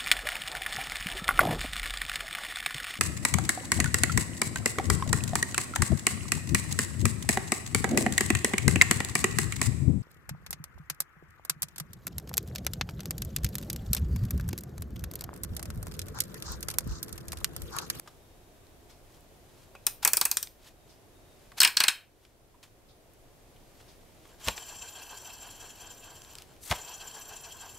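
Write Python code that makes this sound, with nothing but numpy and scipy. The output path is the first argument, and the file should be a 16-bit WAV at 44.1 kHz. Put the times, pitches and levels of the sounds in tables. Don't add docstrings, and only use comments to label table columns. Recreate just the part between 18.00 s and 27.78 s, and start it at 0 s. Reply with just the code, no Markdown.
import sys
import numpy as np
from scipy import signal
from scipy.fft import rfft, irfft, next_fast_len
from scipy.io import wavfile
from scipy.ndimage import uniform_filter1d, map_coordinates

SR = 44100
rng = np.random.default_rng(int(sys.argv[2]) if len(sys.argv) > 2 else 0)


def amplitude_ratio(level_db):
    exponent = np.asarray(level_db, float) / 20
    return 10 ** exponent


def to_wav(sig):
    pcm = np.clip(np.atleast_2d(sig), -1, 1) * 32767
    pcm = np.round(pcm).astype(np.int16)
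    wavfile.write(sys.argv[1], SR, pcm.T)


N = 431298
TIME_S = np.arange(N) / SR

# time in seconds, tick in dB, plate in dB, housing in dB, loudest plate pitch in Hz.
KNOB_STEPS = [(1.866, -7, -28, -33.5, 5900), (2.0486, -4.5, -26.5, -22.5, 5300),
              (2.0747, -8, -26.5, -31.5, 5650), (2.0844, -23, -41, -40, 2450),
              (2.1328, -4.5, -28, -30.5, 5600), (2.169, -6.5, -26.5, -31, 5030),
              (2.2118, -8.5, -22, -27.5, 4130), (2.2523, -7, -33.5, -29, 4820),
              (2.3134, -10, -28.5, -35.5, 4940), (2.3691, -11.5, -27.5, -40.5, 5500),
              (2.4273, -17.5, -35, -52.5, 5560)]
LEVER_STEPS = [
    (3.6017, -7.5, -14.5, -27.5, 5200),
    (3.6139, -7.5, -17, -21.5, 4130),
    (3.6308, -9, -14, -21, 2930),
    (3.6468, -9.5, -13.5, -21, 2540),
    (3.6731, -14, -25, -29.5, 2530),
    (3.7678, -16.5, -17, -27, 4270),
    (3.8014, -12.5, -16.5, -22.5, 4290),
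    (3.836, -12.5, -20, -22.5, 4200),
    (3.8805, -11, -14.5, -20.5, 3900),
]
# centre in Hz, width in Hz, level in dB.
PAWL_MODES = [(6300, 990, -5.5), (7850, 520, 2), (8900, 1300, 1.5), (10600, 1300, -2.5),
              (12200, 1800, -1.5), (14600, 2100, 1)]
KNOB_PLATE_MODES = [(3330, 790, -5.5), (4270, 350, -1.5), (4780, 220, 0), (5650, 270, -2.5)]
KNOB_HOUSING_MODES = [(910, 410, -1.5), (1331, 300, 0), (1590, 260, 0), (2500, 240, 3)]
LEVER_PLATE_MODES = [(3020, 600, -4), (4230, 380, -1), (5050, 500, -4), (5500, 300, -4)]
LEVER_HOUSING_MODES = [(940, 260, -6.5), (1660, 300, 0), (2190, 190, -1), (2490, 190, 2)]
AXLE_MODES = [(448, 82, -2.5), (725.7, 260, -0.5), (975, 380, -0.5), (1584, 220, 0)]
FLANGE_MODES = [(2400, 86, -8.5), (2663, 160, -1.5), (3000, 220, -4), (3140, 81, 1), (3278, 70, 2),
                (3800, 180, -10.5), (4255, 240, -5.5), (4660, 90, -5), (5140, 400, -11)]
RACE_MODES = [(5674, 260, -12), (6014, 210, -8), (7070, 94, -5), (7400, 110, 0), (7520, 70, -5.5),
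              (7676, 350, -12)]
BALL_MODES = [(8900, 500, -15), (9420, 150, -12), (10060, 300, -10), (10620, 330, -3), (11100, 200, -11),
              (12550, 300, -14.5), (13950, 260, 2)]
# frequency in Hz, level in dB per Hz.
SNAP_SPECTRUM = [(47, -51), (80, -21), (680, -17), (951, -13), (1330, -7), (1660, -3.5), (1940, -9.5),
                 (4140, -11), (6330, -7), (8640, 0), (11800, -14), (14100, -7), (16500, -30)]
# frequency in Hz, level in dB, T60 in seconds.
FRAME_RODS = [(2540, 0.5, .2), (2260, -6.5, 0.13), (4203, -4.5, 0.25), (4270, -7, .2), (1620, -8, 0.074),
              (8850, -10.5, .2)]
# push, spin-up, brake and heavy-side passing time, all in seconds, then turns per second.
SPINS = [
    (6.395, .06, 8.3, 6.469, 8.52),
    (8.72, .025, 9.9, 8.778, 8.19),
]
# place in turns, fade in turns, rise in dB.
TIGHT_SPOTS = [(.1, .04, 3.5), (.31, .065, 7.5), (.59, .035, 4), (.835, .08, 6.8)]
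# time in seconds, thud in dB, housing in dB.
FLICKS = [
    (6.478, -22.5, -21),
    (8.713, -21.5, -16.5),
]
# time in seconds, peak in dB, centre in Hz.
FINGER_TAPS = [(0.075, -36.5, 1087), (1.751, -35.5, 934), (3.518, -41, 934), (4.25, -48, 2580),
               (4.629, -45.5, 3270), (5.803, -47.5, 1130), (6.254, -45, 995), (6.474, -21.5, 2813),
               (6.484, -20, 1090), (6.578, -27.5, 2476), (8.712, -22.5, 1050), (8.724, -21.5, 1076)]
# time in seconds, peak in dB, centre in Hz.
LOOSE_TICKS = [(0.6686, -51, 3720), (1.1694, -50, 11200), (1.2077, -48, 11900), (2.4722, -31, 2880),
               (5.1356, -47.5, 11700), (6.277, -48, 11500), (6.4655, -31, 3200), (6.4846, -13, 3070),
               (7.186, -37, 7380), (8.219, -34.5, 4100), (8.248, -40, 3900), (8.335, -42, 9000),
               (8.3535, -30, 3900), (8.3848, -32.5, 3600), (8.3848, -37, 10500), (8.4214, -35, 4300),
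               (8.565, -50, 3300), (8.7122, -14, 3070)]
# time in seconds, peak in dB, centre in Hz, width in Hz.
BLIPS = [
    (.059, -47, 480, 300),
    (.074, -47, 4400, 3000),
    (1.752, -49, 2500, 90),
    (4.54, -54, 945, 60.2),
    (5.56, -56, 3000, 900),
]
# firmest contact in seconds, level in dB, 20 dB rise in seconds, 20 dB fade in seconds.
GLOVE_STROKES = [(.076, -58, .012, .08), (.902, -55.5, .02, .055), (1.152, -60, .09, .06),
                 (1.35, -72, 1.4, .9), (1.634, -61.5, .3, .08), (1.84, -64, .04, .02),
                 (2.03, -35.5, .006, .035), (2.676, -53, .1, .05), (2.902, -61, .07, .1),
                 (3.5, -65.5, .6, .08), (3.584, -33, .012, .015), (4.25, -66, .13, .13),
                 (4.63, -52.5, .005, .06), (5.14, -70, .02, .06), (5.75, -68, .9, .2),
                 (5.81, -56, .06, .06), (5.89, -62, .15, .16), (6.3, -63, .8, .2), (6.46, -49, .09, .03),
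                 (6.48, -35.5, .03, .04), (8.425, -56, .35, .04), (8.5, -64, .2, .4), (6.405, -55, .02, .3),
                 (8.69, -47, .07, .1), (8.714, -33, .03, .02), (8.745, -46, .03, .03)]
# frequency in Hz, level in dB per Hz.
RUBBER_SPECTRUM = [(410, -34.5), (700, -3), (971, -0.5), (1660, -3.5), (3200, -1.5), (6320, -5), (9480, -8),
                   (16000, -10)]
# frequency in Hz, left-right likeness.
REEL_ALIKE = [(60, 0.7), (130, 0.51), (290, 1), (640, 1), (1410, 0.96), (3100, 0.95), (6820, 0.8),
              (15000, 0.13)]
# frequency in Hz, left minus right in dB.
REEL_BALANCE = [(60, -1), (300, 3), (1300, 0.2), (4400, 1), (8000, 2.2), (15000, -1.6)]
# frequency in Hz, T60 in seconds.
WALL_T60 = [(300, 0.19), (2500, .3), (8000, 0.21), (15000, 0.32)]
# frequency in Hz, level in dB per Hz.
ROOM_SPECTRUM = [(12, -32), (20, 1), (48, -4), (117, -5.5), (188, -13), (364, -9.5), (494, -12.5),
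                 (707, -12.5), (790, -17), (1300, -23), (3060, -27), (3610, -27), (3930, -28.5),
                 (14800, -30.5)]
# frequency in Hz, left-right likeness.
ROOM_ALIKE = [(60, 0.67), (130, 0.75), (290, 0.55), (640, 0.69), (1410, 0.15), (3100, 0.14), (6820, -0.025),
              (15000, -0.01)]
# on in seconds, off in seconds, level in dB re room tone.
WHINE = [
    (0.17, .71, -18.5),
    (2.72, 2.9, -21),
    (3.12, 3.35, -15.5),
    (5.3, 5.68, -28),
]
CLOCK_S = np.arange(10) * .9975 + .893
# time in seconds, depth in dB.
GAIN_DIPS = [
    (2.2, -2.3),
    (3.62, -6),
    (6.6, -1.3),
    (8.7, -1.5),
]
# frequency in Hz, gain in dB.
MIC_RESPONSE = [(14200, 0), (15000, -4.5), (15300, -13.5), (15650, -2.5), (15900, -28.5), (16800, -37)]


def detents(steps, lag_s, plate, housing, tick_t60_s, plate_t60_s, housing_t60_s,
            trim_db, snap_db, jolt_db, rods_db):
    out = np.zeros((2, N))
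    for s, tick_db, plate_db, housing_db, plate_hz in steps:
        answer_s = s + lag_s
        tick = burst(tick_t60_s, .00006, body(PAWL_MODES, 1.6, .03), -14.5, 8.5)
        add(out, s + .0006, amplitude_ratio(tick_db + 1.5) * tick)
        ring = burst(plate_t60_s, .00023, body(plate, 2.8, .014), -27.5, 7.3)
        add(out, answer_s, amplitude_ratio(plate_db + trim_db) * ring)
        peak = burst(.02, .0002, body([(plate_hz, 450, 0)]), -29, 4)
        add(out, answer_s, amplitude_ratio(plate_db + trim_db + 1.8) * peak)
        knock = burst(housing_t60_s, .0003, body(housing, 1.9, .015), -21, 6.7)
        add(out, s + 1.3 * lag_s, amplitude_ratio(housing_db + trim_db) * knock)
        snap = burst(plate_t60_s, .00007, lambda hz: amplitude_ratio(along(SNAP_SPECTRUM, hz)), -14.5, 6.8)
        add(out, answer_s, amplitude_ratio(plate_db + snap_db) * snap)
        add(out, answer_s, amplitude_ratio(housing_db + rods_db) * rods())
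        jolt = burst(.054, .0018, body([(151, 150, -6.5), (448, 310, 1)], 3.1))
        add(out, answer_s, amplitude_ratio(housing_db + jolt_db) * jolt)
    return out


def rods():
    t = np.arange(SR // 3) / SR
    ring = 0
    for (hz, db, t60_s), (u, v) in zip(FRAME_RODS, rng.standard_normal((len(FRAME_RODS), 2))):
        ring = ring + amplitude_ratio(db + 2.5 * u - 60 * t / t60_s) * np.sin(2 * np.pi * hz * (1 + .003 * v) * t)
    return ring * (1 - np.exp(-t / .0017)) * [[1], [0]]


def spool():
    drag_turns_per_s2, full_turns_per_s, brake_s = 2.87, 8., .14
    creeps_s, creep_speed = [(6.29, 6.35), (8.48, 8.53)], .13
    first = round((creeps_s[0][0] - .1) * SR)
    turn, speed = np.zeros((2, N))
    for go, spin_up, brake, passes, rate in SPINS:
        on = gate(go, brake, spin_up, brake_s)
        t = TIME_S - passes
        turn += (on > 0) * (rate * t - drag_turns_per_s2 * t ** 2 / 2)
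        speed += on * np.clip(rate - drag_turns_per_s2 * t, 0, None) / full_turns_per_s
    speed += creep_speed * sum(gate(a, b, .01, .01) for a, b in creeps_s)
    turn, speed = turn[first:], speed[first:]
    noise = lambda: rng.standard_normal((2, N - first))
    load = np.cos(2 * np.pi * (turn - .04))
    tight_db = 0
    for place, fade, db in TIGHT_SPOTS:
        past = (turn - place + .5) % 1 - .5
        width = np.where(past < 0, .45 * fade, fade)
        tight_db = tight_db + db * np.exp(-.5 * (past / width) ** 2)
    swell_db = 3.1 * load + .9 * np.cos(4 * np.pi * turn) + .8 * np.cos(12 * np.pi * turn)
    swell_db += 1.1 * wobble(40)[first:]
    axle = unit(amplitude_ratio(swell_db) * filtered(noise(), ringing(AXLE_MODES, -13)))
    out = amplitude_ratio(-52) * speed ** .85 * axle
    # modes, level in dB, growth with speed, bed in dB, load in dB, share of tight spots, grit in dB.
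    parts = [(FLANGE_MODES, -51.7, 1.1, -21, 1.9, .85, 1.7),
             (RACE_MODES, -48.5, 1.15, -25, .3, .95, 1.7),
             (BALL_MODES, -54.7, .95, -21, .2, .8, 1.8)]
    for modes, db, grows, bed_db, load_db, share, grit_db in parts:
        rough_db = (grit_db * wobble(150) + 1.1 * wobble(50))[first:]
        rolling = amplitude_ratio(load_db * load + share * tight_db + rough_db) * noise()
        hz, t, z = signal.stft(filtered(rolling, ringing(modes, bed_db)), nperseg=512)
        patches = uniform_filter1d(rng.standard_normal(z.shape[1:]), size=4, axis=0)
        patches = uniform_filter1d(patches, size=5, axis=1)
        rung = signal.istft(z * amplitude_ratio(1.7 * unit(patches)), nperseg=512)[1][:, :N - first]
        out += amplitude_ratio(db) * speed ** grows * unit(rung)
    return np.pad(out, [(0, 0), (first, 0)])


def handling():
    out = np.zeros((2, N))
    for rows, t60_s in (FINGER_TAPS, .03), (LOOSE_TICKS, .008):
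        for s, db, hz in rows:
            add(out, s, amplitude_ratio(db) * burst(t60_s, .00013, body([(hz, .68 * hz, 0)])))
    for s, thud_db, housing_db in FLICKS:
        thud = burst(.085, .0066, body([(65.6, 54, 9), (244, 140, -11.5)]))
        add(out, s - .008, amplitude_ratio(thud_db) * thud * [[1], [.2]])
        knock = burst(.059, .003, body([(610, 490, -2.5), (1050, 240, 2), (2170, 870, -8.5)]))
        add(out, s, amplitude_ratio(housing_db) * knock)
    for s, db, hz, width_hz in BLIPS:
        add(out, s, amplitude_ratio(db) * burst(.05, .004, body([(hz, width_hz, 0)])))
    grains = amplitude_ratio(1.9 * wobble(150)) * rng.standard_normal((2, N))
    scrape = unit(filtered(grains[::-1], body([(9000, 9000, 0)])))
    out += amplitude_ratio(-46.5) * gate(8.605, 8.7, .03, .03) * scrape
    knot_s = np.arange(0, N / SR, 1 / 1000)
    power = 0
    for s, db, rise, fade in GLOVE_STROKES:
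        away = np.maximum((s - knot_s) / rise, (knot_s - s) / fade)
        power = power + amplitude_ratio(2 * (db - 20 * away))
    rubbing = unit(filtered(grains, lambda hz: amplitude_ratio(along(RUBBER_SPECTRUM, hz))))
    return out + np.interp(TIME_S, knot_s, np.sqrt(power)) * rubbing


def walls(x):
    out = np.zeros((2, N))
    for start in range(0, N, SR // 4):
        hz, t, z = signal.stft(rng.standard_normal((2, SR // 3)), SR, nperseg=256)
        decay = amplitude_ratio(-60 * t / along(WALL_T60, hz)[:, None])
        tail = signal.istft(z * decay, SR, nperseg=256)[1]
        tail = tail / np.linalg.norm(tail[0])
        add(out, start / SR + .004, signal.fftconvolve(x[:, start:start + SR // 4], tail, axes=1))
    return out


def room():
    tone = unit(filtered(rng.standard_normal((2, N)), lambda hz: amplitude_ratio(along(ROOM_SPECTRUM, hz))))
    whine = sum(amplitude_ratio(db) * gate(on, off, .05, .05) for on, off, db in WHINE)
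    tone += whine * amplitude_ratio(3 * wobble(25)) * np.sin(2 * np.pi * 3730 * TIME_S) * [[1], [.3]]
    for s in CLOCK_S:
        add(tone, s, amplitude_ratio(3) * burst(.25, .0066, body([(3580, 700, .5), (5200, 1700, -3.5)], 2)))
    fall_s, hold_s, recover_db_per_s = .25, .25, 4.2
    gain_db = sum(db * gate(s, s + fall_s + hold_s, fall_s, abs(db) / recover_db_per_s) for s, db in GAIN_DIPS)
    return amplitude_ratio(9 - 65 + gain_db) * ports(tone, ROOM_ALIKE)


def body(modes, scatter_db=0, shift=0):
    db_draw, hz_draw = rng.standard_normal((2, len(modes)))
    held = [(c * (1 + shift * v), w, db + scatter_db * u)
            for (c, w, db), u, v in zip(modes, db_draw, hz_draw)]
    return lambda f: sum((-1) ** k * amplitude_ratio(db) * 1j * f * w / (c * c - f * f + 1j * f * w)
                         for k, (c, w, db) in enumerate(held))


def ringing(modes, between_db):
    low, high = modes[0][0], modes[-1][0]
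    wide = modes + [(np.sqrt(low * high), 2.8 * (high - low), between_db)]
    return lambda f: np.sqrt(sum(amplitude_ratio(2 * db) * (f * w) ** 4 / ((c * c - f * f) ** 2 + (f * w) ** 2 + 1) ** 2
                                 for c, w, db in wide))


def burst(t60_s, rise_s, response, late_db=-60, spike_db=-40):
    t = np.arange(SR // 6) / SR
    shape = amplitude_ratio(spike_db - 60 * t / .003) + amplitude_ratio(-60 * t / t60_s) + amplitude_ratio(late_db - 12 * t / t60_s)
    shape = shape * (1 - np.exp(-t / rise_s))
    x = filtered(shape * rng.standard_normal((2, len(t))), response)
    return x / np.sqrt(uniform_filter1d(np.mean(x ** 2, axis=0), size=60).max()) / 2


def ports(pair, alike, balance=((1, 0),)):
    turn = lambda hz: np.arccos(np.clip(along(alike, hz), -1, 1)) / 2
    mid, side = filtered(pair, lambda hz: np.array([np.cos(turn(hz)), np.sin(turn(hz))]))
    stereo = np.array([mid + side, mid - side])
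    return filtered(stereo, lambda hz: amplitude_ratio(along(balance, hz) * [[.5], [-.5]]))


def filtered(x, response):
    m = next_fast_len(x.shape[-1] + 4096)
    return irfft(rfft(x, m) * response(np.fft.rfftfreq(m, 1 / SR)), m)[..., :x.shape[-1]]


def along(points, hz):
    f, v = np.transpose(points)
    return np.interp(np.log(hz + 1), np.log(f + 1), v)


def wobble(rate_hz):
    return map_coordinates(rng.standard_normal(int(N * rate_hz / SR) + 4), [TIME_S * rate_hz])


def gate(on, off, rise, fall):
    return np.clip(np.minimum((TIME_S - on) / rise, 1 + (off - TIME_S) / fall), 0, 1)


def unit(x):
    return x / np.sqrt(np.mean(x ** 2) + 1e-20)


def add(track, s, x):
    part = track[:, round(s * SR):][:, :x.shape[1]]
    part += x[:, :part.shape[1]]


def scene():
    clicks = detents(KNOB_STEPS, .0016, KNOB_PLATE_MODES, KNOB_HOUSING_MODES, .019, .042, .052,
                     trim_db=5, snap_db=7, jolt_db=-11, rods_db=-25.5)
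    clicks += detents(LEVER_STEPS, .0024, LEVER_PLATE_MODES, LEVER_HOUSING_MODES, .02, .037, .087,
                      trim_db=5.2, snap_db=4, jolt_db=-17.5, rods_db=-15)
    clicks += handling()
    reel = clicks + spool() + amplitude_ratio(-13.5) * walls(clicks)
    return ports(reel, REEL_ALIKE, REEL_BALANCE) + room()


def roll_off(x):
    return signal.sosfilt(signal.butter(12, 16800, fs=SR, output="sos"), x)


def record(dry):
    x = filtered(dry, lambda hz: amplitude_ratio(along(MIC_RESPONSE, hz)))
    x = x / (1 + np.abs(x / .86) ** 6) ** (1 / 6)
    return roll_off(x)


dry = scene()
out = record(dry)
to_wav(out)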